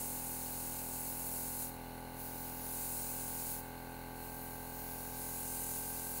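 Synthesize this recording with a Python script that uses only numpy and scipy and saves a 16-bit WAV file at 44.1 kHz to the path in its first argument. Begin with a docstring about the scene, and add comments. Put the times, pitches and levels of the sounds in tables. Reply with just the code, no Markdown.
"""On a table in a small room, a piston compressor runs while an airbrush, held above it, sprays in long bursts.
The pump is a sum of overtones of its shaft's turn, with valve and casing noise that swells twice a turn.
The nozzle is four coloured noises, louder and fuller as the trigger opens, with faint resonant whistles.
A faint steady hum lies beneath; echoes follow the rattle and spray. One microphone feeds both channels."""
import sys
import numpy as np
from scipy import signal
from scipy.fft import rfft, irfft, next_fast_len
from scipy.io import wavfile

SR = 44100
rng = np.random.default_rng(int(sys.argv[2]) if len(sys.argv) > 2 else 0)


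def store_wav(level_fs):
    """Save 16-bit WAV to argv[1]."""
    pcm = np.round(np.clip(np.atleast_2d(level_fs), -1, 1) * 32767)
    wavfile.write(sys.argv[1], SR, pcm.T.astype(np.int16))


def invert_db(x):
    """Field ratio 10**(x/20) for x, a level in decibels (scalar or array-like)."""
    u = np.asarray(x, float) / 20
    return 10 ** u


N = 273420  # samples

# shaft speed, creeping up: (start_s, speed_turns_per_s)
SHAFT_SPEED = [(0, 42.12), (1.2, 42.16), (2.0, 42.19), (2.8, 42.26), (3.6, 42.3), (4.4, 42.35),
               (6.2, 42.36)]


def rms_one(x):
    """Scale a signal to rms 1."""
    return x / np.sqrt(np.mean(x ** 2) + 1e-20)


def in_time(rows):
    """Draw straight lines between timed rows, one curve for each column after the time."""
    time_s, *columns = np.transpose(rows)
    return [np.interp(np.arange(N) / SR, time_s, column) for column in columns]


def drift(rate_hz):
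    """Slow chance of rms 1: noise at every 40th sample through a double one-pole low-pass."""
    r = np.exp(-80 * np.pi * rate_hz / SR)
    noise = rng.standard_normal(N // 40 + 2002)
    slow = signal.lfilter([1], [1, -2 * r, r * r], noise)[2000:]   # drop the filter's run-in
    return np.interp(np.arange(N) / 40, np.arange(len(slow)), rms_one(slow))


def coloured_noise(spectrum):
    """White noise given a spectrum of (pitch_hz, level_db); rms 1."""
    size = next_fast_len(N)
    pitch_hz, level_db = np.transpose(spectrum)
    bins_hz = np.arange(size // 2 + 1) * SR / size
    shape_db = np.interp(np.log(bins_hz + 1), np.log(pitch_hz), level_db, -99, -99)
    white = rfft(rng.standard_normal(size))
    return rms_one(irfft(white * invert_db(shape_db), size)[:N])


def shaft():
    """Turns made so far, with hesitations and slight unevenness, and how far the speed has risen (0-1)."""
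    # brief hesitations of the shaft: (centre_s, lost_turns, length_s)
    stumbles = [(.03, .02, .008), (.27, .02, .008), (.87, .016, .008), (1.97, .008, .01), (3.4, .008, .01),
                (4.72, .007, .01)]
    start_turn, unevenness_turns = 0.97, 0.0005
    t = np.arange(N) / SR
    (speed,) = in_time(SHAFT_SPEED)
    turns = start_turn + np.cumsum(speed) / SR + unevenness_turns * drift(5.3)
    for centre_s, lost_turns, length_s in stumbles:
        turns -= lost_turns * .5 * np.tanh((t - centre_s) / length_s)
    return turns, (speed - speed.min()) / np.ptp(speed)


def pump(turns, risen, waver_db, waver_db_per_order):
    """Overtones of the turn, phased by the knocks and by the resonance they ring; higher ones waver more."""
    # knocks in one turn, whose dB weigh only the phases: (place_turn, thump_db, casing_ring_db, whine_db, buzz_db)
    knocks = [(0.1899, -12.3, -30.0, 4.3, -20.4), (0.3484, 0.5, 5.0, -4.9, -2.2),
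              (0.4987, -18.8, -30.0, 2.6, -1.9), (0.6883, -7.8, -0.6, -30.0, -8.1),
              (0.8492, -0.9, 2.4, -30.0, 3.8), (0.9935, -13.3, -15.2, 5.0, -13.2)]
    # thump, casing ring, whine and buzz: (lowest_multiple, resonance_hz, width_hz)
    parts = [(1, 250, 400), (14, 845, 100), (30, 1567, 40), (43, 2100, 150)]
    # overtones at low speed, before the common level, for multiples 1, 2, 3 and on: level_db
    orders_db = [-3, -9, -3, -9, -9, 0, -11, -11, -18, -8, -24, -11, -9, -16, -13, -26, -13, -8, -9, -4, -7,
                 -13, -13, -17, -28, -18, -16, -17, -31, -26, -27, -29, -27, -19, -15, -19, -18, -21, -30,
                 -20, -30, -28, -25, -30, -30, -25, -29, -24, -26, -26, -19]
    # overtones sliding onto or off a casing resonance as the speed rises: multiple: gained_db
    order_gains_db = {1: 1, 2: 1, 6: -1, 9: -7, 10: 3, 18: 2, 20: 1, 11: 7, 16: 3, 25: 3, 30: 3, 32: -3, 26:
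                      3, 33: 4, 34: 2, 35: 2, 36: 5, 37: 10, 38: 4, 40: -3, 51: -3, 41: 3, 42: -6, 43: -5,
                      44: 3, 47: 4, 48: 4, 49: 4}
    # overtones that weaken at one moment: multiple: lost_db
    settled_losses_db = {28: 1, 34: 7, 35: 5}
    settles_s, settling_s = 4.2, 0.091
    common_slow_db, common_fast_db = -53.5, -54
    # the faint overtones above the table
    top_order, high_order_db, high_gain_db, high_scatter_db = 70, -33, 2, 4

    place, *strengths_db = np.transpose(knocks)
    high_db = high_order_db + high_scatter_db * rng.standard_normal(top_order - len(orders_db))
    settled = .5 + .5 * np.tanh((np.arange(N) / SR - settles_s) / settling_s)
    out = np.zeros(N)
    for k, slow_db in enumerate([*orders_db, *high_db], 1):
        part = sum(k >= round(lowest) for lowest, _, _ in parts) - 1
        _, resonance_hz, width_hz = parts[part]
        pitch_hz = k * SHAFT_SPEED[-1][1]
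        knock_sum = np.sum(invert_db(strengths_db[part]) * np.exp(-2j * np.pi * k * place))
        # the casing's answer leads below the resonance and lags above it
        answer = 1j * pitch_hz / (resonance_hz ** 2 - pitch_hz ** 2 + 1j * pitch_hz * width_hz)
        phase = np.angle(knock_sum * answer)
        gained_db = order_gains_db.get(k, 0) if k <= len(orders_db) else high_gain_db
        level_db = slow_db + common_slow_db + risen * (gained_db + common_fast_db - common_slow_db)
        level_db -= settled_losses_db.get(k, 0) * settled
        level_db += (waver_db + waver_db_per_order * k) * drift(8.1)
        out += np.sqrt(2) * invert_db(level_db) * np.cos(2 * np.pi * k * turns + phase)
    return out


def hum():
    """Faint steady tones of the power supply, as plain sines."""
    # (pitch_hz, rms_level_db)
    tones = [(100, -72), (186, -75.5)]
    t = np.arange(N) / SR
    return sum(np.sqrt(2) * invert_db(level_db) * np.sin(2 * np.pi * pitch_hz * t) for pitch_hz, level_db in tones)


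def throb(turns, place, depth_db, sharpness):
    """Gain that swells once each turn, at a place in the turn (0-1)."""
    return invert_db(depth_db * np.exp(sharpness * (np.cos(2 * np.pi * (turns - place)) - 1)))


def rattle(turns):
    """Noise from valves and casing, strongest on the two strokes of each turn."""
    # colour before the strokes shape it: (pitch_hz, relative_level_db per Hz)
    colour = [(12, -10), (30, -6), (60, 1.5), (120, -3), (250, -2), (500, -0.5), (850, -2.5), (1300, -10.5),
              (1550, -3.5), (1800, -11.5), (2100, -6), (2900, -6), (3250, -16), (4300, -4), (5000, -17),
              (7000, -15)]
    level_db = -58
    first_stroke = throb(turns, 0.44, depth_db=5.5, sharpness=1.9)
    second_stroke = throb(turns, 0.896, depth_db=4.5, sharpness=4.6)
    return invert_db(level_db) * rms_one(first_stroke * second_stroke * coloured_noise(colour))


def whistle(pitch_hz, width_hz):
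    """Noise passed twice through one narrow resonance; rms 1."""
    r, w = np.exp(-np.pi * width_hz / SR), 2 * np.pi * pitch_hz / SR
    mode = [1, -2 * r * np.cos(w), r * r]
    return rms_one(signal.lfilter([1], np.convolve(mode, mode), rng.standard_normal(N)))


def airbrush(turns, flutter_db, own_db):
    """The flow sets four hisses; they flutter together, surge, and swell with each pressure pulse in the hose."""
    # trigger pulled in steps and let go quickly: (start_s, flow; 0 air leak only, 1 steady full spray)
    trigger = [(0, 1.56), (.16, 1.02), (.25, 1.05), (.85, 1), (1.655, 1.03), (1.71, .3), (1.78, 0),
               (2.14, 0), (2.2, 0.52), (2.56, 0.61), (2.66, 0.91), (2.82, 1.14), (3.03, 1.12), (3.1, 1.03),
               (3.56, 1.06), (3.63, 0.14), (3.75, 0), (4.12, 0.026), (4.22, 0.38), (4.4, 0.44), (4.7, .4),
               (4.82, 0.63), (5.12, 0.76), (5.2, 0.91), (5.4, 1.04), (5.68, 1.16), (5.84, 1.01),
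               (6.2, 1.02)]
    # hiss levels before flutter and surges: (flow, spatter_db, mist_db, air_jet_db, nozzle_edge_db)
    hiss_by_flow = [(0, -74.5, -66.5, -61, -59), (.35, -68.5, -60.5, -57, -53.5),
                    (.55, -62, -58.5, -52.5, -49), (.8, -58.5, -57, -50.5, -49.5),
                    (1.0, -57.5, -50.5, -47.5, -47), (1.15, -57, -47.5, -46, -46)]
    # colours of the four hisses: (pitch_hz, relative_level_db per Hz)
    spatter_colour = [(1500, -20), (2600, -3), (3300, -8), (4300, 0.5), (5500, -1), (6300, 0), (7200, 2.5)]
    mist_colour = [(5200, -38), (6300, -6), (7500, -3.5), (8500, 0.9), (9500, -0.5), (11000, -17)]
    jet_colour = [(8000, -32), (9300, -6.5), (10300, 2.5), (11000, 0), (11800, -3), (12600, 0.5),
                  (13300, -12.5), (14500, 0)]
    edge_colour = [(11500, -14), (13000, 4.5), (14000, 3), (14800, 5), (15200, 0), (15600, 12), (15900, 4)]
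    # short surges and one dip of the spray: (centre_s, gained_db, length_s)
    surges = [(1.103, 0.5, .04), (1.356, 1.5, .04), (1.615, 2, 0.037), (3.51, 2, 0.036), (4.28, -1.5, .03),
              (5.002, 0.5, .05)]
    # nozzle whistle, strongest in the second pull: (start_s, level_db against the nozzle edge)
    whistle_course = [(0, -22), (2.0, -20), (2.2, -5), (3.55, -4), (3.8, -14), (6.2, -14)]
    # fainter whistles that come and go: (pitch_hz, width_hz, level_db against the air jet)
    faint_whistles = [(8500, 260, -22), (10450, 180, -16.5), (12320, 200, -16), (13800, 230, -21),
                      (14500, 200, -12)]
    come_and_go_db = 3.5

    t = np.arange(N) / SR
    (flow,) = in_time(trigger)
    (whistle_db,) = in_time(whistle_course)
    together_db = flutter_db * drift(17)
    for centre_s, gained_db, length_s in surges:
        together_db += gained_db * np.exp(-((t - centre_s) / length_s) ** 2)
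    flow_steps, *laws_db = np.transpose(hiss_by_flow)
    levels_db = [np.interp(flow, flow_steps, law_db) + together_db for law_db in laws_db]
    _, _, jet_db, edge_db = levels_db

    spray = np.zeros(N)
    for level_db, colour in zip(levels_db, (spatter_colour, mist_colour, jet_colour, edge_colour)):
        spray += invert_db(level_db + own_db * drift(6.5)) * coloured_noise(colour)
    spray += invert_db(edge_db + whistle_db) * whistle(14900, width_hz=290)
    for pitch_hz, width_hz, level_db in faint_whistles:
        wander_db = come_and_go_db * drift(1.5)
        spray += invert_db(jet_db + level_db + wander_db) * whistle(pitch_hz, width_hz)
    return spray * rms_one(throb(turns, 0.36, depth_db=1.5, sharpness=5.0))


def room(x, count):
    """Direct sound plus a dying cloud of echoes, which changes as the hand moves through count positions."""
    t60_s, echo_db = 0.14, -8.5   # echo level against the direct sound
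    position = np.arange(N) / (N - 1) * (count - 1)
    tail_s = np.arange(round(.4 * SR)) / SR
    out = x.copy()
    for k in range(count):
        here = np.cos(np.pi / 2 * np.clip(position - k, -1, 1))   # crossfade between neighbours
        decay = invert_db(-60 * tail_s / t60_s) * (tail_s > .002)
        echoes = rms_one(rng.standard_normal(len(tail_s)) * decay)
        span = slice(max(0, (k - 1) * N // (count - 1)), (k + 1) * N // (count - 1))
        wet = signal.fftconvolve((here * x)[span], echoes * invert_db(echo_db) / np.sqrt(len(tail_s)))
        out[span.start:span.start + len(wet)] += wet[:N - span.start]
    return out / np.sqrt(1 + invert_db(2 * echo_db))   # offsets the power the echoes add


def scene():
    """Pump and hum are heard dry; rattle and spray are heard in the room."""
    turns, risen = shaft()
    mono = pump(turns, risen, waver_db=0.44, waver_db_per_order=0.0058) + hum()
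    mono += room(rattle(turns) + airbrush(turns, flutter_db=0.34, own_db=0.58), count=12)
    return np.stack([mono, mono])


def roll_off(x):
    """The treble ends steeply here."""
    return signal.sosfilt(signal.butter(12, 17010, fs=SR, output="sos"), x)


def record(dry):
    """A steep elliptic low-pass cuts the top of the microphone's signal."""
    low_pass = signal.ellip(14, .3, 70, 15740, fs=SR, output="sos")   # order, ripple dB, stop dB, cutoff Hz
    mix = signal.sosfilt(low_pass, dry)
    return roll_off(mix)


dry = scene()
out = record(dry)
store_wav(out)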